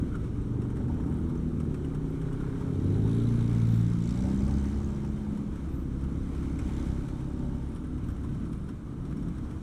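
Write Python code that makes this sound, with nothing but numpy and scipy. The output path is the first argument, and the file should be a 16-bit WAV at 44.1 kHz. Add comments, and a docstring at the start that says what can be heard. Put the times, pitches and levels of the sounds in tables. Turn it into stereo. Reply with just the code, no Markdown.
"""A motorbike at a village junction revs up, holds and eases off: a stack of tones, ticking valves, a rattle.
A second one pulls away with rising pitch, a van drones past, others blip or hum: stacks of tones too.
The waiting scooter under the helmet microphone idles with uneven pops: short bursts of coloured noise.
Small metal parts clink as dying tones, thin squeaks chirp, and shaped noise makes the traffic.
The helmet muffles engine tones above about 410 Hz."""
import sys
import numpy as np
from scipy import signal
from scipy.fft import rfft, irfft, next_fast_len
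from scipy.io import wavfile
from scipy.ndimage import uniform_filter1d, map_coordinates

SR = 44100
rng = np.random.default_rng(int(sys.argv[2]) if len(sys.argv) > 2 else 0)


def output_pcm(signal):
    """Save a mono or channel-first signal as 16-bit PCM at the path in sys.argv[1].

    Samples are clipped to [-1, 1] before scaling.
    """
    pcm = np.clip(np.atleast_2d(signal).T, -1, 1) * 32767
    wavfile.write(sys.argv[1], SR, np.round(pcm).astype(np.int16))


N = 424241
TIME = np.arange(N) / SR
TOP_HZ = 15330  # nothing is kept from here up

# "Order 4" is a tone at 4 times the firing rate. Noise colours are only shapes: the noise is then set to rms 1.

# the revving motorbike; the last two levels are bases for several orders:
# (time [s], firing rate [Hz], order 2 [dB], order 4 [dB], order 6 [dB], order 8 [dB],
#  order 10 and base up to 14 [dB], base of the odd orders [dB])
REVVING = [(2.5, 20.56, -61, -46, -55, -60, -55, -60), (2.75, 22.55, -56, -33, -43, -48, -47, -55),
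           (2.95, 25.51, -40, -27, -34, -40, -39, -54), (3.15, 28.27, -43, -28, -35, -35, -42, -50),
           (3.3, 29.1, -37, -27, -42, -33, -46, -45), (3.6, 28.52, -41, -25, -32, -36, -50, -50),
           (3.8, 28.26, -40, -25, -33, -38, -54, -54), (4.05, 28.74, -42, -33, -33, -39, -57, -54),
           (4.3, 32.8, -33, -39, -30, -36, -45, -52), (4.55, 34.2, -32, -39, -32, -44, -54, -55),
           (4.8, 34.37, -35.5, -45, -39, -54, -46, -55), (5.1, 34.97, -39, -40, -37, -54, -52, -55),
           (5.45, 34.64, -41.5, -50, -36, -45, -52, -53), (5.56, 33.91, -41.5, -54, -47, -49, -52, -53),
           (6.1, 33.79, -38.5, -41, -48, -48, -52, -49), (6.55, 33.7, -36.5, -50, -53, -43, -54, -48),
           (6.9, 33.07, -30.5, -46, -45, -46, -52, -44), (7.1, 33.89, -43, -39, -50, -51, -57, -46),
           (7.55, 33.78, -41.5, -39, -50, -51, -59, -45), (7.8, 33.08, -42.5, -50, -56, -56, -58, -54),
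           (8.2, 32.3, -38.5, -55, -56, -50, -56, -54)]
# its valve ticking, whose colour changes as the helmet turns:
# (time [s], first colour [dB], second colour [dB], third colour [dB])
TICKING = [(2.5, -84, -85, -66), (2.85, -73, -72, -74), (3.1, -63, -78, -76), (3.55, -67, -65, -62),
           (3.95, -70, -66.5, -75), (4.1, -66, -59, -62), (4.27, -75, -64, -68), (4.4, -85, -62.5, -76),
           (4.8, -93, -67.5, -84), (5.8, -92, -84, -81), (6.4, -89, -74, -67.5), (6.82, -68, -67, -66.5),
           (7.05, -78, -74, -74), (7.25, -78, -75, -89), (8.3, -87, -90, -90)]
# first tick colour: (frequency [Hz], level [dB])
FACING_COLOUR = [(2800, -8), (3800, -1), (5000, -14), (9200, -13), (10200, -7.5), (11000, -13),
                 (12000, -27)]
# second tick colour: (frequency [Hz], level [dB])
VALVE_COLOUR = [(2900, -19), (3800, -1.5), (5400, 1), (6350, 2.5), (6900, -4), (7450, 3), (9500, -14),
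                (13000, -37)]
# third tick colour: (frequency [Hz], level [dB])
CASING_COLOUR = [(1800, -18), (2200, 6), (2650, -12), (3100, -10), (3600, -6), (4200, -22)]
TICK_BED = .075  # steady rasp that fills the gaps between ticks
# a cover plate buzzes twice a turn; its level is relative to the first tick colour
COVER_HZ, COVER_T60_S, COVER_DB = 3810, .035, -2.5
# the hard edge of each tick; its level is relative to the second tick colour
TAPPET_HZ, TAPPET_T60_S, TAPPET_DB = 5800, 0.0089, -4.5
# orders 17 and 27 over the rasp level, and how strongly they come and go
HIGH_ORDERS_DB, COME_AND_GO_DB = 9.5, 5
SINGS_HZ, SINGS_DB_PER_HZ = 33, 5  # below this firing rate those two orders fade
# a loose metal part ringing with the firings: (start [s], length [s], level [dB])
RATTLE = [(7.599, 0.39, -74), (8.391, 0.37, -73)]
RATTLE_HZ = 9200

# the motorbike pulling away, bases for nearby orders:
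# (time [s], order 4 and base of 8 [dB], order 5 and base of 9 [dB], base of the orders over 9 [dB])
LEAVING = [(0, -45, -44, -55.5), (.6, -38.5, -35, -52), (1.2, -49, -46, -52.5), (1.6, -53, -40, -52),
           (2.1, -46, -35, -54), (2.7, -37, -38, -53.5), (3.0, -41, -43, -50), (3.5, -38, -52, -55),
           (3.9, -42, -60, -64), (4.2, -54, -65, -75)]
LEAVING_HZ, LEAVING_HZ_PER_S = 21.7, 4.4  # firing rate at the start, and its even climb
MIDDLE_DB = -11  # base of its weak orders 6 and 7, relative to order 4
# its bark, before a 2 dB cut: (time [s], level [dB])
BARK = [(0, -90), (.7, -61), (1.1, -55.5), (1.6, -91), (2.1, -65), (2.45, -53), (2.8, -63), (3.5, -60),
        (4.2, -91)]
# colour of a bark, for this motorbike and the scooter: (frequency [Hz], level [dB])
PIPE_COLOUR = [(600, -43), (900, -4.5), (1350, -1), (1700, -8), (2300, -20)]
# the pipe's ring at each bark, and the gas noise relative to it
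PIPE_MODES_HZ, PIPE_T60_S, HOARSE_DB = (1000, 1410), 0.013, -3

# the van: (time [s], firing rate [Hz], order 2 [dB], orders 4 and up relative to it, as a base [dB])
VAN = [(.3, 38.65, -67, -12), (.9, 40.02, -34.5, -6.5), (1.4, 40.87, -39.5, 1.5), (1.7, 38.6, -33.5, -5),
       (2.1, 37.6, -54, -16)]

# the scooter's clearest single firings at idle: (time [s], base level of the pop's parts [dB])
POPS = [(0.1544, -44.5), (0.619, -47), (0.7687, -48), (1.6025, -42.5), (1.7435, -43), (1.8472, -46),
        (1.9475, -44), (2.2149, -45), (2.328, -45.5), (2.4043, -49), (2.6094, -48), (4.4787, -44),
        (4.6394, -45), (5.0474, -46.5), (5.5568, -47), (5.6894, -53), (6.0392, -48), (6.3494, -48),
        (6.4294, -46), (6.5914, -42), (7.0853, -44), (7.7603, -45.5), (8.5294, -45), (8.6896, -44),
        (9.382, -46.5), (9.5103, -49)]
# firings in a row: (start [s], gap [s], base level [dB], count)
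POP_RUNS = [(.882, .0605, -51, 5), (7.98, .0615, -50, 4), (8.235, .055, -50, 5), (9.052, .058, -49, 5)]
STRAY_PER_S, STRAY_DB = 1.8, -49.5  # weak firings in between, by chance; level is the middle of the range
# colour of a pop's crack: (frequency [Hz], level [dB])
CRACK_COLOUR = [(1200, -23), (2000, -2.5), (3100, 0), (4700, -11.5), (5800, -11), (8500, -4.5),
                (11500, -14), (15000, -33)]
TINK_HZ, TINK_DB = 5520, -19  # a small metal part rings with each pop; level relative to the pop's base
# one short hoarse scuff: (start [s], length [s], centre [Hz], level [dB])
SCUFF = (.105, .08, 1380, -50)

# an engine nearby blips its throttle:
# (start [s], length [s], firing rate from [Hz], firing rate to [Hz], order 4 and base of 5 and 7 [dB])
BLIPS = [(7.818, 0.481, 32, 38.9, -44.5), (8.277, 0.32, 38.73, 45.85, -45), (8.917, .55, 32.95, 46.9, -43)]
# a far engine, heard by two orders: (time [s], firing rate [Hz], base level [dB])
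FAR_ENGINE = [(6.9, 41.72, -76), (7.5, 41.57, -45.5), (8.1, 41.87, -51.5), (8.7, 42.2, -58.5)]
# an idling hum: (time [s], base tone [Hz], orders 1 and 2 and base of 10 [dB])
IDLING_HUM = [(0, 29.17, -48.5), (.6, 27.97, -42.5), (1.5, 27.6, -53), (2.2, 26.75, -42), (2.8, 27.1, -52)]

# small metal parts clink, before a 3 dB cut: (start [s], level [dB], lower tone [Hz], 60 dB decay [s])
CLINKS = [(.416, -51, 8270, .01), (.535, -55, 6500, .008), (1.3763, -45, 6100, .012),
          (1.846, -46, 2892, .03), (1.85, -60, 8230, 0.042), (2.031, -50, 9800, .005),
          (2.106, -49, 11500, .008), (2.84, -56, 10200, .04), (3.075, -57, 9900, 0.049),
          (3.148, -55, 9990, .05), (3.244, -52, 5613, .012), (3.7414, -47, 5530, .015),
          (4.4044, -44, 5850, .015), (4.8454, -40, 6385, .012), (4.9472, -41, 6024, .012),
          (6.5892, -36, 7763, .012), (6.594, -46, 2460, .04), (6.59, -56, 5500, .06),
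          (6.589, -43, 2158, 0.049), (9.1721, -52, 5510, .035), (9.2289, -56, 5550, .035),
          (9.3594, -50, 8000, .012)]
# a quick run of thin ticks: (start [s], gap [s], count)
CHATTER = (1.04, .0146, 19)
CHATTER_DB = -56  # typical tick
# thin squeaks at the top of hearing, each a flurry of short rising chirps; pitch and level are bases:
# (start [s], length [s], base pitch [Hz], base level [dB])
SQUEAKS = [(3.63, 0.19, 13900, -80), (5.688, .15, 14100, -83), (8.06, .07, 14500, -86)]

# traffic: (time [s], rumble [dB], hiss [dB])
TRAFFIC = [(0, -29.5, -60.5), (.4, -36.5, -63.5), (.9, -32.5, -63), (2.2, -36.5, -62), (2.68, -36.5, -60.5),
           (2.9, -30.5, -59.5), (3.25, -35, -58), (3.6, -36.5, -57), (4, -36, -59.5), (4.3, -31.5, -56.5),
           (5.1, -35.5, -61.5), (6.1, -34.5, -62.5), (6.75, -33, -57), (7.2, -36.5, -61.5), (7.9, -36, -64),
           (8.4, -33.5, -62), (8.85, -37, -65.5), (9.2, -33.5, -63), (9.62, -34.5, -62)]
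# colour of the rumble: (frequency [Hz], level [dB])
RUMBLE_COLOUR = [(8.8, -32), (15, -3.5), (69, 4.5), (107, 1.5), (125, 3.5), (181, 0), (303, -2.5),
                 (380, -12), (399, -22), (439, -17), (700, -33.5), (910, -80)]
# colour of the road noise: (frequency [Hz], level [dB])
ROAD_COLOUR = [(240, -17), (400, -2.5), (496, -9), (643, -13), (1310, -10.5), (1760, -27), (2190, -47),
               (2500, -41), (3250, -66)]
# colour of the hiss: (frequency [Hz], level [dB])
HISS_COLOUR = [(880, -24), (1500, 2), (1770, -4), (2230, -3), (2710, -9.5), (3100, -5.5), (3380, -9.5),
               (3690, -7.5), (4890, -17.5), (5650, -11.5), (6860, -15), (8410, -13), (12400, -25),
               (15200, -30)]
# colour of a throaty rasp among the engines: (frequency [Hz], level [dB])
THROAT_COLOUR = [(490, -9), (580, 4.5), (660, -13), (760, -1), (840, -5.5), (920, 1), (1060, -38)]
# level of that rasp: (time [s], level [dB])
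RASP = [(.4, -67), (1.0, -52), (1.4, -64), (3.4, -57), (3.9, -67), (4.25, -54.5), (5.1, -60), (5.8, -73.5),
        (6.8, -55.5), (7.5, -58), (8.0, -71)]
ROAD_DB, ROAD_FOLLOWS = -54, 0.52  # road noise at a hiss of -62 dB, and dB it gains per dB of hiss


def amp(db):
    """Decibels to gain."""
    return 10 ** (np.asarray(db) / 20)


def unit(x):
    """Scaled to rms 1."""
    return x / np.sqrt(np.mean(x ** 2) + 1e-20)


def curves(rows):
    """One value per sample for each column after the time."""
    s, *cols = np.transpose(rows)
    return [np.interp(TIME, s, c) for c in cols]


def heard(rows):
    """1 while a source's table lasts, fading over .15 s just before and after it."""
    since_start, to_end = TIME - rows[0][0], rows[-1][0] - TIME
    return np.clip(np.minimum(since_start, to_end) / .15 + 1, 0, 1)


def swell(start_s, length_s):
    """Half a sine, once."""
    return np.sin(np.pi * np.clip((TIME - start_s) / length_s, 0, 1))


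def wobble(rate):
    """A smooth random curve through `rate` random points a second."""
    return map_coordinates(rng.standard_normal(int(N * rate / SR) + 4), [TIME * rate])


def filtered(x, response):
    """The sound with each frequency scaled by the response."""
    m = next_fast_len(N + 8192)
    return irfft(rfft(x, m) * response(np.fft.rfftfreq(m, 1 / SR)), m)[..., :N]


def noise(points, patchy_db=0.):
    """Noise of rms 1 in a given colour, with random louder and softer patches in time and pitch."""
    z = signal.stft(rng.standard_normal(N), nperseg=1024)[2]
    across_pitch = uniform_filter1d(rng.standard_normal(z.shape), 8, 0)
    patches = unit(uniform_filter1d(across_pitch, 5, 1))
    patchy = signal.istft(z * amp(patchy_db * patches), nperseg=1024)[1][:N]
    f, db = np.transpose(points)

    def colour(hz):
        return amp(np.interp(np.log(hz + 1), np.log(f + 1), db, -120, -120))
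    return unit(filtered(patchy, colour))


def narrow(hz, below_hz, above_hz):
    """A narrow band of noise around one pitch."""
    return noise([(hz - below_hz, -30), (hz, 0), (hz + above_hz, -30)])


def bursts(times, gains, rise_s, fall_s):
    """An envelope that swells softly at each time and dies away."""
    t = np.arange(SR // 10) / SR
    kicks = np.bincount(np.round(times * SR).astype(int), gains, N)[:N]
    shape = (1 - np.exp(-t / rise_s)) ** 2 * np.exp(-t / fall_s)
    return signal.fftconvolve(kicks, shape)[:N]


def strokes(turns, one_at_s):
    """The times at which turns, counted from a known stroke, passes a whole number."""
    counted = turns - np.interp(one_at_s, TIME, turns)
    return TIME[1:][np.diff(np.floor(counted)) > 0]


def rings(times, gains, hz, t60, spread):
    """A damped sine at each time, its pitch a little new each blow; all set to rms 1."""
    t = np.arange(SR // 25) / SR
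    pitch = hz * (1 + spread * rng.standard_normal((len(times), 1)))
    tones = gains[:, None] * amp(-60 * t / t60) * np.sin(2 * np.pi * pitch * t)
    at = np.round(times * SR).astype(int)[:, None] + np.arange(len(t))
    return unit(np.bincount(at.ravel(), tones.ravel(), N)[:N])


def exhaust(hz, levels, waver_db, drift):
    """Tones at multiples of the firing rate, wavering as the echoes of the street change."""
    turns = np.cumsum(hz) / SR
    out = 0
    for k, db in levels:
        muffled_db = -.12 * np.clip(k * hz - 410, 0, 170)  # the helmet dims the high orders
        gain = np.sqrt(2) * amp(db + muffled_db + waver_db * wobble(5.4))
        phase = 2 * np.pi * k * turns + 0.1007 * k * k + drift * wobble(3.3)
        out = out + gain * np.cos(phase)
    return out


def random_gains(times, spread_db):
    """A random gain for each stroke."""
    return amp(spread_db * rng.standard_normal(len(times)))


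def valve_ticking(hz, at):
    """The valve gear knocks once a turn: hissy ticks in three colours, a buzzing cover and a hard edge."""
    ticks = TICK_BED + bursts(at, random_gains(at, 1.8), rise_s=.0007, fall_s=.004)
    levels_db = curves(TICKING)
    out = 0
    for db, colour in zip(levels_db, (FACING_COLOUR, VALVE_COLOUR, CASING_COLOUR)):
        out = out + amp(db) * unit(ticks * noise(colour, patchy_db=2.5))
    buzz = strokes(4 * np.cumsum(hz) / SR, 4.0735)
    buzz_size = random_gains(buzz, 3) * np.where(np.isin(buzz, at), 1, .38)  # weaker between ticks
    cover = rings(buzz, buzz_size, COVER_HZ, COVER_T60_S, spread=.035)
    edge = rings(at, random_gains(at, 1), TAPPET_HZ, TAPPET_T60_S, spread=0.202)
    return out + amp(levels_db[0] + COVER_DB) * cover + amp(levels_db[1] + TAPPET_DB) * edge


def rattle(firings):
    """A loose metal part rings with the firings."""
    firing = bursts(firings, random_gains(firings, 1.5), rise_s=0.0014, fall_s=0.01)
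    level = sum(amp(db) * swell(s, span) for s, span, db in RATTLE)
    return level * unit(firing * narrow(RATTLE_HZ, 500, 400))


def revving():
    """A four-stroke single: the crank turns twice a firing, so even orders lead and the valves tick each turn."""
    hz, second, fourth, sixth, eighth, tenth, odd = curves(REVVING)
    evens = [(2, second), (4, fourth), (6, sixth), (8, eighth), (10, tenth), (12, tenth - 8), (14, tenth - 4)]
    odds = [(1, odd + 4), (3, odd - 2), (5, odd + 2), (7, odd), (9, odd), (11, odd - 10)]
    fade_db = SINGS_DB_PER_HZ * np.minimum(hz - SINGS_HZ, 0)
    high_db = curves(RASP)[0] + HIGH_ORDERS_DB + fade_db
    highs = [(k, high_db + COME_AND_GO_DB * wobble(2)) for k in (17, 27)]
    tones = exhaust(hz, evens + odds + highs, waver_db=1, drift=.2)
    at = strokes(2 * np.cumsum(hz) / SR, 4.0735)
    return heard(REVVING) * (tones + valve_ticking(hz, at)) + rattle(at[::2])


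def pipe_bark(hz):
    """Every firing barks twice in the pipe, the second an echo from its end."""
    at = strokes(np.cumsum(hz) / SR, 2.4355)
    size = random_gains(at, 1.5)
    times, gains = np.r_[at, at + .0075], np.r_[size, .9 * size]
    hoarse = amp(HOARSE_DB) * unit(bursts(times, gains, rise_s=.0008, fall_s=.004) * noise(PIPE_COLOUR))
    ring = unit(sum(rings(times, gains, mode, PIPE_T60_S, spread=0.057) for mode in PIPE_MODES_HZ))
    return amp(curves(BARK)[0] - 2) * (ring + hoarse)


def leaving():
    """A long stack of orders that climbs evenly, with a barking pipe and a noisy growl."""
    low, fifth, high = curves(LEAVING)
    hz = LEAVING_HZ + LEAVING_HZ_PER_S * TIME
    middle = low + MIDDLE_DB
    lows = [(3, low - 8), (4, low), (5, fifth)]
    middles = [(6, middle - 1), (7, middle), (8, low - 4), (9, fifth - 6)]
    highs = [(10, high - 5), (11, high + 2), (12, high + 4), (13, high + 3), (14, high - 10)]
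    highs += [(k, high - 3) for k in range(15, 20)]
    tones = exhaust(hz, lows + middles + highs, waver_db=2.1, drift=.35)
    # turbulence in the silencer
    growl = amp(high) * noise([(300, -15), (420, 0), (500, -12), (620, -30)])
    return heard(LEAVING) * (tones + pipe_bark(hz) + growl)


def van():
    """A short stack of low orders."""
    hz, second, upper_db = curves(VAN)
    upper = second + upper_db
    levels = [(2, second), (3, second - 8), (4, upper), (5, upper - 5), (6, upper)]
    return heard(VAN) * exhaust(hz, levels, waver_db=1.5, drift=.3)


def idling():
    """Each two-stroke pop is a puff of gas: a soft crack, a bark of the pipe, a dull thump and a tiny ring."""
    in_runs = [(s + k * gap, db) for s, gap, db, count in POP_RUNS for k in range(count)]
    when, size = rng.random((round(STRAY_PER_S * N / SR), 2)).T
    strays = np.c_[.01 + .99 * when * TIME[-1], STRAY_DB + 6 * (size - .5)]
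    s, db = np.vstack([POPS, in_runs, strays]).T
    early = s - .003  # the softer rises start 3 ms sooner
    crack = bursts(early, amp(db - 6.0), rise_s=0.0022, fall_s=0.0075) * noise(CRACK_COLOUR, patchy_db=1.5)
    bark = bursts(early, amp(db - 3.0), rise_s=0.0023, fall_s=0.012) * noise(PIPE_COLOUR)
    dull = noise([(40, -42), (100, 19), (300, 7), (500, -49.0)])
    thump = bursts(s, amp(db - 13.0), rise_s=0.0013, fall_s=0.022) * dull
    tink = bursts(s, amp(db + TINK_DB), rise_s=.001, fall_s=0.0073) * narrow(TINK_HZ, 350, 350)
    return crack + bark + thump + tink


def scuff():
    """One swell of narrow hoarse noise."""
    s, span, hz, db = SCUFF
    return amp(db) * swell(s, span) * narrow(hz, 500, 500)


def blips():
    """Each blip sweeps a few low orders upward."""
    out = 0
    for s, span, from_hz, to_hz, db in BLIPS:
        hz = np.interp(TIME, [s, s + span], [from_hz, to_hz])
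        levels = [(4, db), (5, db - 4), (7, db - 6)]
        out = out + swell(s, span) ** .5 * exhaust(hz, levels, waver_db=1.5, drift=.3)
    return out


def hums():
    """Two faint engines of nearly steady pitch, each a few orders."""
    far_hz, far_db = curves(FAR_ENGINE)
    far = exhaust(far_hz, [(6, far_db + 5.0), (9, far_db - 13.5)], waver_db=1.5, drift=0.13)
    hz, db = curves(IDLING_HUM)
    idle = exhaust(hz, [(1, db), (2, db), (10, db - 2.5)], waver_db=2.5, drift=0.5)
    return heard(FAR_ENGINE) * far + heard(IDLING_HUM) * idle


def clinks():
    """Each clink is a close pair of modes dying away."""
    out, t = np.zeros(N + SR), np.arange(SR // 10) / SR
    for (s, db, hz, t60), (beat, turn) in zip(CLINKS, rng.random((len(CLINKS), 2))):
        upper_hz = hz * (1.02 + 0.022 * beat)
        pair = np.sin(2 * np.pi * hz * t) + .6 * np.sin(2 * np.pi * (upper_hz * t + turn))
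        onset = 1 - np.exp(-10 * t / t60 - 300 * t)
        out[round(s * SR):][:len(t)] += amp(db - 3 - 60 * t / t60) * onset * pair
    return out[:N]


def chatter():
    """A train of thin hissy ticks."""
    s, gap, count = CHATTER
    sizes = amp(CHATTER_DB + 2.57 * rng.standard_normal(count))
    gate = bursts(s + gap * np.arange(count), sizes, rise_s=0.0006, fall_s=0.0013)
    return gate * noise([(7000, -15), (8500, -3), (9800, -15), (11300, -6), (12500, -30)])


def squeaks():
    """Hoarse chirps of about 20 ms that glide upward in a puff of high hiss."""
    out, t = np.zeros(N + SR), np.arange(SR // 25) / SR
    for s, span, hz, db in SQUEAKS:
        for when, pitch, size, life in rng.random((24, 4)):
            hoarse = .012 * np.cumsum(rng.standard_normal(len(t)))  # phase wanders at random
            glide = hz * (0.84 + .14 * pitch) * t + 12000 * t ** 2 + hoarse
            shape = np.sin(np.pi * np.clip(t / (.008 + .02 * life), 0, 1)) ** 2
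            chirp = amp(db + 10 * size) * shape * np.sin(2 * np.pi * glide)
            out[round((s + span * when) * SR):][:len(t)] += chirp
    puff = sum(amp(db + 10) * swell(s, span) ** .5 for s, span, hz, db in SQUEAKS)
    return out[:N] + puff * noise([(11500, -30), (13000, -13), (15000, 0)], patchy_db=6)


def traffic():
    """Far engines blur into rumble; tyres and fans into road noise and hiss; a throaty rasp comes and goes."""
    rumble_db, hiss_db = curves(TRAFFIC)
    road_db = ROAD_DB + ROAD_FOLLOWS * (hiss_db + 62)
    flutter = wobble(15) + 1.5 * wobble(40)  # shared by road noise and hiss
    rumble = amp(rumble_db + 0.28 * wobble(5.8)) * noise(RUMBLE_COLOUR, patchy_db=.5)
    road = amp(road_db + 0.23 * flutter) * noise(ROAD_COLOUR, patchy_db=1.0)
    rasp = heard(RASP) * amp(curves(RASP)[0] + 2.8 * wobble(22)) * noise(THROAT_COLOUR, patchy_db=2)
    hiss = amp(hiss_db + 0.4 * flutter) * noise(HISS_COLOUR, patchy_db=1.0)
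    return rumble + road + rasp + hiss


def scene():
    """All sources added up; one microphone feeds both channels."""
    engines = revving() + leaving() + van() + idling() + blips() + hums()
    small_parts = scuff() + clinks() + chatter() + squeaks()
    mono = engines + small_parts + traffic()
    return np.array([mono, mono])


def record(dry):
    """Nothing at or above the band limit is kept."""
    return filtered(dry, lambda hz: hz < TOP_HZ)


dry = scene()
out = record(dry)
output_pcm(out)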